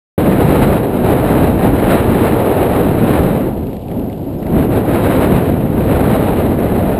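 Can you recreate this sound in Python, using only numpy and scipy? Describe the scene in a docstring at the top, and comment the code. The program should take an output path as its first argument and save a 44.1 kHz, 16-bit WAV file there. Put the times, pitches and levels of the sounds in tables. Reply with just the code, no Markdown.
"""Wind thumps, roars and rasps on the microphone of a small camera riding along a bush track.
Big swirls of air make the thumps; smaller ones make the roar and the bursts of rasp. Half way the
wind drops for a moment and the ride rattles. Tyres crunch faintly and a bird chirps twice.
The camera rounds off the peaks and holds each sample at a low rate, which adds a fizzy treble."""
import sys
import numpy as np
from scipy import signal
from scipy.fft import rfft, irfft
from scipy.io import wavfile
from scipy.ndimage import uniform_filter1d

SR = 44100
rng = np.random.default_rng(int(sys.argv[2]) if len(sys.argv) > 2 else 0)


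def master_out(mix):
    """Clip the mix to full scale and print it as 16-bit PCM to the path in sys.argv[1]."""
    frames = np.transpose(np.atleast_2d(mix))
    ceiling = np.clip(frames, -1, 1)
    pcm = np.round(ceiling * 32767).astype(np.int16)
    wavfile.write(sys.argv[1], SR, pcm)


N = 308259
TIME = np.arange(N) / SR


def wind(cruise_db=-28, gust_db=0.53, gust_hz=7, thump_db=1.5, thump_hz=8, flutter_hz=24):
    """One airflow drives big, middling and small swirls of air that push on the microphone."""
    # Each row: time in seconds, strength of the airflow in dB.
    airflow = [(0.19, -29), (0.45, -25), (0.72, -25.5), (0.89, -32), (1.1, -25.5), (1.23, -27.5),
               (1.32, -24), (1.55, -29.5), (1.65, -25), (1.73, -29), (1.95, -22), (2.02, -26),
               (2.13, -24.5), (2.46, -27), (2.83, -26.5), (2.92, -28.5), (3.12, -25), (3.38, -31),
               (3.52, -37.5), (3.85, -48.5), (3.92, -40.5), (4.18, -46), (4.38, -44), (4.59, -28.5),
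               (4.68, -35.5), (4.77, -26), (4.84, -32), (4.95, -26.5), (5.27, -26), (5.68, -33),
               (5.78, -30.5), (6.08, -26.5), (6.37, -28.5), (6.58, -31), (6.71, -28), (6.98, -31.5)]
    # Each row: time in seconds, bass boost or cut in dB.
    bass_changes = [(0.19, -0.5), (0.75, 0.5), (0.82, -1.5), (1.15, 0), (1.97, 0.5), (2.25, 1), (2.55, -4),
                    (2.9, 0), (3.8, 0), (5.3, 0.5), (6.2, 0.5), (6.98, -1)]
    # The tone of big, middling and small swirls. Each row: frequency in Hz, relative level in dB.
    buffet_tone = [(12, -25), (25, -12.5), (45, -6.5), (80, -1.5), (200, -1), (300, -2.5), (420, -12),
                   (700, -34.5)]
    roar_tone = [(150, -16), (270, -9.5), (380, -2), (520, -3.5), (720, -7.5), (950, -16.5), (1300, -38.5),
                 (2000, -69)]
    rasp_tone = [(450, -32.5), (800, 1.5), (1200, 0), (2000, -7), (2700, -10.5), (3500, -17), (3950, -13.5),
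                 (4500, -23.5), (5100, -21), (6000, -23.5)]
    flutter = wander(flutter_hz)
    buffet = swirls(buffet_tone, burst_db=0.83, burst_hz=40, steady_s=0.07)
    roar = swirls(roar_tone, burst_db=0.5, burst_hz=120, steady_s=0.14) * undb(0.7 * flutter)
    rasp = swirls(rasp_tone, burst_db=1.4, burst_hz=302, steady_s=0.077) * undb(1.25 * flutter)
    rasp = unit(rasp * np.sqrt(1 + 0.066 * (buffet + roar) ** 2))  # swells on the others' peaks
    push_db = curve(airflow) - cruise_db + gust_db * wander(gust_hz)
    bass_db = curve(bass_changes)
    # As the air pushes harder, the smallest swirls grow fastest.
    buffet_db = -13 + 0.44 * push_db + bass_db + thump_db * wander(thump_hz)
    roar_db = -16.5 + 0.7 * push_db - 0.78 * bass_db  # louder when the bass thins
    rasp_db = -27 + 1.24 * push_db
    return undb(buffet_db) * buffet + undb(roar_db) * roar + undb(rasp_db) * rasp


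def swirls(tone, burst_db, burst_hz, steady_s):
    """Swirling air pushes in short bursts while its average strength stays steady."""
    bursts = undb(burst_db * wander(burst_hz))
    pressure = colour(rng.standard_normal(N) * bursts, tone)
    average_power = uniform_filter1d(pressure ** 2, int(steady_s * SR))
    return pressure / np.sqrt(average_power + 1e-9)


def rattles(ring_s=0.02, crack_s=0.014, boost_db=5):
    """Each jolt gives a crack and a short ring, which fade by 60 dB in crack_s and ring_s."""
    # Each row: start in seconds, peak in dB before the boost, pitch in Hz, crack over ring in dB.
    jolts = [(3.5754, -47, 2020, -4.0), (3.6686, -34, 2580, -4.0), (3.7304, -35, 2000, 5),
             (3.7667, -33.5, 2000, 5), (3.8826, -37, 2580, -1), (3.915, -32, 1960, -4.0),
             (3.9953, -35, 2630, -8), (4.0986, -36, 2120, -2), (4.1285, -32.5, 2920, -8),
             (4.4274, -33, 1890, -5), (4.4662, -30, 1920, -6)]
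    # The tones in one ring. Each row: multiple of the pitch, relative level in dB.
    ring_tones = [(.88, -8), (1, -3), (1.1, -6), (1.22, -15)]
    crack_band = signal.butter(2, [2000, 6000], "band", fs=SR, output="sos")
    out, t = np.zeros(N), TIME[:SR // 12]
    for start, peak_db, hz, crack_db in jolts:
        ring = sum(undb(db) * np.sin(2 * np.pi * hz * ratio * t + rng.uniform(0, 2 * np.pi))
                   for ratio, db in ring_tones)
        crack = unit(signal.sosfilt(crack_band, rng.standard_normal(len(t))))
        tick = ring * undb(-60 * t / ring_s) + crack * undb(crack_db - 60 * t / crack_s)
        add(out, start, undb(peak_db + boost_db) * tick / np.abs(tick).max())
    return out


def tyres(level_db=-50, grain_db=2.1, grain_hz=160):
    """Tyres roll over grit with a faint, grainy crunch."""
    # The tone of the crunch. Each row: frequency in Hz, relative level in dB.
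    crunch_tone = [(200, -1), (1000, -3), (1800, -9.5), (2700, 2.5), (3400, -1.5), (4000, -2), (4600, -2.5),
                   (6000, 0.5)]
    grain = undb(grain_db * wander(grain_hz))
    return undb(level_db) * colour(rng.standard_normal(N) * grain, crunch_tone)


def bird():
    """A bird in the trees gives thin, very short whistles that slide upward."""
    # Each row: start in seconds, length in seconds, first pitch in Hz, last pitch in Hz, level in dB.
    chirps = [(4.380, .021, 4750, 5650, -42), (6.594, .014, 5300, 5900, -37)]
    out = np.zeros(N)
    for start, length, from_hz, to_hz, db in chirps:
        hz = np.linspace(from_hz, to_hz, int(length * SR))
        whistle = np.sin(2 * np.pi * np.cumsum(hz) / SR)
        add(out, start, undb(db) * np.hanning(len(hz)) * whistle)
    return out


def undb(db):
    """Turn decibels into a number to multiply a sound by."""
    return 10 ** (np.asarray(db) / 20)


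def unit(x):
    """Scale a sound to an average power of one."""
    return x / np.sqrt(np.mean(x ** 2))


def colour(x, tone):
    """Shape a sound's lows and highs by rows of Hz and dB; its average power becomes one."""
    hz, db = np.transpose(tone)
    bins = np.maximum(np.fft.rfftfreq(N, 1 / SR), 1)
    gain = undb(np.interp(np.log(bins), np.log(hz), db, left=-90, right=-90))
    return unit(irfft(rfft(x) * gain, N))


def wander(rate_hz):
    """A smooth random wobble, about one in size, that changes about rate_hz times a second."""
    smoothing = np.exp(-(np.fft.rfftfreq(N, 1 / SR) / rate_hz) ** 2)
    return unit(irfft(rfft(rng.standard_normal(N)) * smoothing, N))


def curve(table):
    """Join rows of time and value with straight lines."""
    seconds, values = np.transpose(table)
    return np.interp(TIME, seconds, values)


def add(out, start_s, x):
    """Mix in a short sound at start_s."""
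    i = int(start_s * SR)
    out[i:i + len(x)] += x[:N - i]


def scene():
    """All the sounds meet at one microphone."""
    return (wind() + tyres() + rattles() + bird())[None]


def record(dry, start_s=0.178, dull_hz=4400, hold_hz=12000, top_hz=15300):
    """The camera starts a moment late, rounds the peaks, dulls the highs and holds each sample."""
    live = dry * np.clip((TIME - start_s) / 0.002, 0, 1)
    rounded = live / (1 + live ** 10) ** (1 / 10)
    dull = signal.sosfilt(signal.butter(6, dull_hz, fs=SR, output="sos"), rounded)
    slow = signal.resample_poly(dull, hold_hz, SR, axis=1, window=("kaiser", 3))
    # Holding turns the wave into stairs, which mirror the sound around hold_hz as a high fizz.
    stairs = np.repeat(slow, 4, axis=1)
    fizzy = signal.resample_poly(stairs, SR, 4 * hold_hz, axis=1)[:, :N]
    return signal.sosfilt(signal.ellip(12, 0.2, 80, top_hz, fs=SR, output="sos"), fizzy)


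dry = scene()
out = record(dry)
master_out(out)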